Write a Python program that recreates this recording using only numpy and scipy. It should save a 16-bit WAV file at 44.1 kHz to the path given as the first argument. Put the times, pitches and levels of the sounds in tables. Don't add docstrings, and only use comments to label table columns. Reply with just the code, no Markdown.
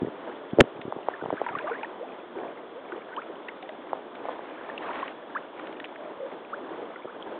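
import sys
import numpy as np
from scipy import signal
from scipy.fft import rfft, irfft, next_fast_len
from scipy.io import wavfile
from scipy.ndimage import map_coordinates

SR = 44100
rng = np.random.default_rng(int(sys.argv[2]) if len(sys.argv) > 2 else 0)


def output_pcm(signal):
    pcm = np.clip(np.atleast_2d(signal).T, -1, 1) * 32767
    wavfile.write(sys.argv[1], SR, np.round(pcm).astype(np.int16))


N = 325899

# start in seconds, length in seconds, swish level in dB,
# splash level in dB, middle pitch of its froth in Hz (levels before each layer's own trim).
STROKES = [(0.0, .5, -48, -52, 1110), (0.253, .08, -41, -47.5, 890), (0.798, .5, -46, -54, 888),
           (1.079, .25, -50.5, -47, 1180), (1.362, .24, -43, -44.5, 1504), (1.639, .14, -40.5, -44, 1460),
           (2.362, .08, -38.5, -53, 900), (2.899, .08, -42.5, -50, 1012), (3.091, .12, -48.5, -48.5, 1310),
           (4.25, .1, -45, -46, 1210), (4.44, .28, -46.5, -46.5, 1700), (4.828, .18, -47, -40.5, 976),
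           (4.938, .15, -55, -44.5, 2200), (5.304, .1, -54, -49, 1100), (5.568, .12, -43, -48.5, 2080),
           (5.927, .3, -47.5, -52, 985), (6.58, .24, -43, -50, 1010), (7.271, .11, -43, -49.5, 1102)]
ATTACK_S = .04


def amp(db):
    return 10 ** (np.asarray(db) / 20)


def unit(x):
    return x / np.sqrt(np.mean(x ** 2) + 1e-20)


def wobble(rate):
    points = rng.standard_normal(int(N * rate / SR) + 4)
    return map_coordinates(points, [np.arange(N) * rate / SR])


def filtered(x, response):
    size = next_fast_len(N + SR // 2)
    spectrum = rfft(x, size) * response(np.fft.rfftfreq(size, 1 / SR))
    return irfft(spectrum, size)[:N]


def lowpass(x, edge_hz, order):
    return filtered(x, lambda hz: 1 / np.sqrt(1 + (hz / edge_hz) ** (2 * order)))


def noise(points):
    point_hz, point_db = np.transpose(points)

    def response(hz):
        return amp(np.interp(np.log(hz + 1), np.log(point_hz), point_db))

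    return unit(filtered(rng.standard_normal(N), response))


def add(track, s, sound):
    part = track[max(round(s * SR), 0):][:len(sound)]
    part += sound[:len(part)]


def push(hz, spread, order):
    ratio = 1 + spread
    edges_hz = [hz / ratio, min(hz * ratio, SR / 2 - 1)]
    band = signal.butter(order, edges_hz, "band", fs=SR, output="sos")
    wave = signal.sosfilt(band, signal.unit_impulse(SR // 20))
    return wave / np.abs(wave).max()


def bubble(length, first_hz, last_hz, swell):
    u = np.linspace(0, 1, max(int(length * SR), 8))
    hz = first_hz * (last_hz / first_hz) ** u
    rising = np.sin(np.pi / 2 * np.minimum(u / swell, 1))
    fading = np.minimum((1 - u) / (1 - swell), 1)
    return rising * fading * np.sin(2 * np.pi * np.cumsum(hz) / SR)


def hiss():
    # frequency in Hz, relative level in dB.
    hiss_color = [(100, -22), (400, -10), (1200, 5), (2600, -11), (3450, -0.5), (3800, -11), (4200, -21)]
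    return amp(-53.5) * noise(hiss_color)


def jolt():
    track = np.zeros(N)
    add(track, .604, amp(-5.5) * push(80.2, spread=2.06, order=1))
    return track


def nudges(nudges_per_s=28, bump_hz=330, thud_hz=160, thud_db=-9):
    # start in seconds, length in seconds, base level in dB that every nudge tops by 4 to 8 dB.
    jostles = [(.74, .07, -38.5), (1.211, .14, -33.5), (1.489, 0.11, -36.5)]
    track = np.zeros(N)
    bump = push(bump_hz, spread=0.478, order=3)
    nudge = bump + amp(thud_db) * push(thud_hz, spread=0.35, order=2)
    for s, length, db in jostles:
        count = max(round(length * nudges_per_s), 1)
        for k, (slip, size) in enumerate(rng.random((count, 2))):
            add(track, s + length * (k + slip) / count, amp(db + 4 + 4 * size) * nudge)
    return track


def knocks(click_db=-29, click_hz=2400, thud_db=-11, thud_hz=175, soft_hz=330):
    # start in seconds, level in dB, pitch in Hz.
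    bumps = [(0.019, -19, 271), (0.0301, -19, 252), (0.0466, -20, 322), (0.0708, -22, 320),
             (0.0827, -24, 325), (0.5328, -22, 248), (.5744, -24, 325), (0.5861, -4, 387),
             (0.5952, -3, 434), (.6025, -9.5, 537), (.604, -6.5, 1710), (0.6066, 1.5, 2575),
             (.607, 1.5, 355), (0.6091, 6, 1460), (0.6148, -8, 346), (0.639, -24.5, 300),
             (0.8528, -26, 274), (0.8801, -25, 280), (.924, -16.5, 750), (.963, -24.5, 332),
             (0.9872, -26, 614), (1.0854, -10, 658), (1.2234, -22.5, 366), (1.239, -24.5, 590),
             (1.2592, -20, 696), (1.304, -15.5, 720), (1.3265, -15, 472), (1.336, -19, 385),
             (1.4155, -12.5, 574), (3.9315, -13, 700), (4.254, -20.5, 622), (4.286, -20, 695),
             (4.2918, -18, 696), (4.392, -26, 687), (4.6914, -24, 766), (7.0463, -30, 502),
             (7.054, -24, 437), (7.165, -29.5, 460)]
    track = np.zeros(N)
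    thud = push(thud_hz, spread=0.437, order=2)
    click = push(click_hz, spread=0.44, order=2)
    for s, db, hz in bumps:
        hardness = min(hz / soft_hz, 3)
        add(track, s, amp(db) * push(hz, spread=.48, order=3))
        add(track, s, amp(db + click_db) * hardness * click)
        add(track, s, amp(db + thud_db) / hardness ** 4 * thud)
    return track


def drops(tick_db=-1, spatter_db=-8, spatter_s=.004, count=3):
    # start in seconds, level in dB before the trims, pitch in Hz.
    landings = [(0.8148, -28.5, 2270), (1.3687, -28, 1440), (1.4463, -33.5, 1320), (1.4647, -25.5, 1220),
                (1.488, -27, 1430), (1.551, -31.5, 1500), (1.587, -25, 2040), (1.8313, -25.5, 1744),
                (3.2176, -30.5, 1460), (3.486, -26, 2000), (3.6262, -31, 2570), (3.692, -32, 2150),
                (4.153, -34, 2500), (4.78, -32.5, 2680), (4.9326, -29, 1900), (4.957, -28, 2000),
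                (5.0283, -30, 1160), (5.0793, -25.5, 1900), (5.5954, -28, 1570), (5.671, -29.5, 1810),
                (5.7272, -32.5, 2340), (5.8, -26.5, 1910), (5.843, -24.5, 1827), (5.853, -30.5, 2000),
                (5.9587, -30.5, 1440)]
    track = np.zeros(N)
    for s, db, hz in landings:
        add(track, s, amp(db + tick_db) * push(hz, spread=.6, order=3))
        for delay, pitch in rng.random((count, 2)):
            ring_hz = min(hz * 2 ** (1.5 * pitch - .5), 3400)
            ring = bubble(7 / ring_hz, ring_hz, ring_hz * 1.1, swell=.1)
            add(track, s + spatter_s * delay, amp(db + spatter_db) * ring)
    return track


def gulps(width_hz=50):
    # start in seconds, length in seconds, pitch in Hz, level in dB (rms before the fades).
    hollows = [(2.356, 0.06, 400, -37), (2.941, 0.06, 438, -39.5), (3.28, 0.051, 392, -40),
               (5.945, 0.2, 623, -43), (6.167, 0.14, 520, -35), (6.605, .068, 325, -39),
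               (6.778, 0.1, 450, -39.5), (7.311, 0.05, 467, -40)]
    track = np.zeros(N)
    for s, length, hz, db in hollows:
        ring = filtered(rng.standard_normal(N), lambda f: np.exp(-((f - hz) / width_hz) ** 2 / 2))
        ring = ring[:int(length * SR)]
        add(track, s, amp(db) * unit(ring) * signal.windows.tukey(len(ring), .7))
    return track


def burbles(count=7, middle_hz=1150, cycles=18, climb=.014):
    # start in seconds, length in seconds, level in dB.
    clusters = [(1.459, .14, -35), (1.65, 0.094, -35.5), (1.724, .11, -42), (4.848, 0.21, -45),
                (6.779, .52, -41)]
    track = np.zeros(N)
    for s, length, db in clusters:
        for k, (slip, pitch, life) in enumerate(rng.random((count, 3))):
            hz = middle_hz * 2 ** (1.4 * (pitch - .5))
            turns = cycles * (life + .5)
            glide = bubble(turns / hz, hz, hz * 2 ** (climb * turns), swell=.43)
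            add(track, s + length * (k + slip) / count, amp(db) * glide)
    return track


def bubbles(plip_cycles=14.4, plip_rise=1.084):
    # start in seconds, level in dB, first pitch in Hz.
    plips = [(1.138, -30, 1710), (1.213, -31.5, 1440), (1.464, -24, 917), (1.488, -26.5, 883),
             (1.551, -21.5, 1120), (1.642, -26.5, 583), (1.676, -24.5, 1125), (1.709, -25.5, 448),
             (1.716, -26, 1400), (1.831, -27, 868), (1.846, -28.5, 1780), (2.009, -28.5, 474),
             (2.919, -35, 1170), (2.921, -30.5, 1430), (2.921, -32.5, 349), (3.165, -32, 2970),
             (3.627, -34, 735), (3.69, -32, 609), (4.698, -30.5, 1730), (4.778, -27.5, 2670),
             (4.891, -30, 910), (5.028, -22.5, 1040), (5.35, -28, 1620), (6.959, -34.5, 1370),
             (6.959, -37, 1950), (7.225, -32, 3120)]
    # start in seconds, length in seconds,
    # first pitch in Hz, climb in octaves, level in dB.
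    bloops = [(1.375, 0.016, 1380, 0.47, -32.5), (1.481, 0.023, 1123, 0.95, -33),
              (1.586, 0.014, 1330, 0.51, -28.5), (1.666, 0.016, 854, .55, -29.5),
              (1.672, 0.042, 593, .6, -29.5), (1.741, .026, 1420, 0.55, -33.5),
              (2.012, .056, 438.5, 1.3, -35), (2.741, 0.078, 418, 0.63, -35.5),
              (3.114, 0.044, 1410, 0.23, -39.5), (3.164, 0.041, 798, 1.11, -27.5),
              (3.481, 0.019, 1750, 0.42, -33), (4.971, 0.032, 950, 1.12, -36.5),
              (5.35, 0.033, 845, 1.38, -24), (6.527, 0.024, 1016, 0.87, -27), (7.09, 0.02, 1166, 0.69, -40)]
    track = np.zeros(N)
    for s, db, hz in plips:
        add(track, s, amp(db) * bubble(plip_cycles / hz, hz, hz * plip_rise, swell=.16))
    for s, length, hz, octaves, db in bloops:
        add(track, s, amp(db) * bubble(length, hz, hz * 2 ** octaves, swell=.43))
    return track


def froth(bubbles_per_s=380, cycles=12, scatter=.3, rise=1.1, grain_db=-46, reference_db=-45, growth=1.5):
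    track = np.zeros(N)
    for s, length, _, splash_db, middle_hz in STROKES:
        db = grain_db + growth * (splash_db - reference_db)
        span = length + ATTACK_S
        count = round(bubbles_per_s * span)
        traits = rng.standard_normal((count, 3)).clip(-2, 2)
        for when, (pitch, size, life) in zip(rng.random(count), traits):
            hz = middle_hz * np.exp(scatter * pitch)
            ring = bubble(cycles * np.exp(life / 2) / hz, hz, hz * rise, swell=.2)
            surge = np.sqrt(np.sin(np.pi * when))
            add(track, s - ATTACK_S / 2 + when * span, amp(db + size) * surge * ring)
    return track


def trickle(splash_db, count=420, middle_hz=1700, scatter=.3, cycles=10, rise=1.2):
    track = np.zeros(N)
    share = np.cumsum(amp(splash_db) ** 2)
    starts = np.searchsorted(share / share[-1], rng.random(count))
    for i, (pitch, size) in zip(starts, rng.standard_normal((count, 2)).clip(-2, 2)):
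        hz = middle_hz * np.exp(scatter * pitch)
        plip = bubble(cycles / hz, hz, hz * rise, swell=.06)
        add(track, i / SR, amp(splash_db[i] - 1 + 4 * size) * plip)
    return track


def ripples(swish_db, count=240, middle_hz=750, scatter=.35, cycles=9, rise=1.25):
    track = np.zeros(N)
    starts = rng.integers(0, N, count)
    for i, (pitch, size) in zip(starts, rng.standard_normal((count, 2)).clip(-2, 2)):
        hz = middle_hz * np.exp(scatter * pitch)
        ring = bubble(cycles / hz, hz, hz * rise, swell=.26)
        add(track, i / SR, amp(swish_db[i] - 4 + 2 * size) * ring)
    return track


def flow(rest_swish_db=-42, rest_splash_db=-48, settle_s=.1):
    t = np.arange(N) / SR
    swish_power = np.full(N, amp(rest_swish_db) ** 2)
    splash_power = np.full(N, amp(rest_splash_db) ** 2)
    for s, length, swish_db, splash_db, _ in STROKES:
        gathering = np.clip((t - s) / ATTACK_S + 1, 0, 1)
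        settling = np.exp(-np.maximum(t - s - length, 0) / settle_s)
        speed = gathering * settling
        swish_power += (amp(swish_db) * speed) ** 2
        splash_power += (amp(splash_db) * speed) ** 2
    return 10 * np.log10(swish_power), 10 * np.log10(splash_power)


def swishing(swish_db, splash_db, swish_trim_db=-1.5, splash_trim_db=-4, slosh_db=1.56, churn_db=1):
    # frequency in Hz, relative level in dB.
    swish_color = [(24, -67), (40, -45), (108, -25.5), (314, 0.5), (559, -1.5), (646, -1.5), (847, -7.5),
                   (961, -7.5), (1400, -19), (1510, -15.5), (1910, -23), (2420, -33.5), (3000, -34),
                   (3900, -62), (6600, -120)]
    splash_color = [(300, -21.5), (600, -3.5), (950, 1), (1500, -7.5), (2200, -10.5), (3300, -14.5),
                    (4200, -20)]
    slosh = slosh_db * wobble(9.8)
    swish_level = swish_db + swish_trim_db + slosh + churn_db * wobble(45)
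    swish = amp(swish_level) * noise(swish_color)
    splash_level = splash_db + splash_trim_db + slosh + churn_db * wobble(70)
    splash = amp(splash_level) * noise(splash_color)
    return swish + splash


def scene():
    swish_db, splash_db = flow()
    wash = swishing(swish_db, splash_db) + ripples(swish_db) + trickle(splash_db)
    water = wash + bubbles() + burbles() + gulps() + drops() + froth()
    housing = knocks() + nudges() + jolt()
    return (water + housing + hiss())[None]


def record(dry, muffle_hz=3698, band_hz=4350, overload=.68, knee=5, air_hz=9000, top_hz=16600):
    muffled = lowpass(dry[0], muffle_hz, order=10)
    dull = lowpass(muffled, band_hz, order=40)
    clipped = dull / (1 + np.abs(dull / overload) ** knee) ** (1 / knee)
    softened = lowpass(clipped, air_hz, order=1)
    return filtered(softened, lambda hz: hz < top_hz)[None]


dry = scene()
out = record(dry)
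output_pcm(out)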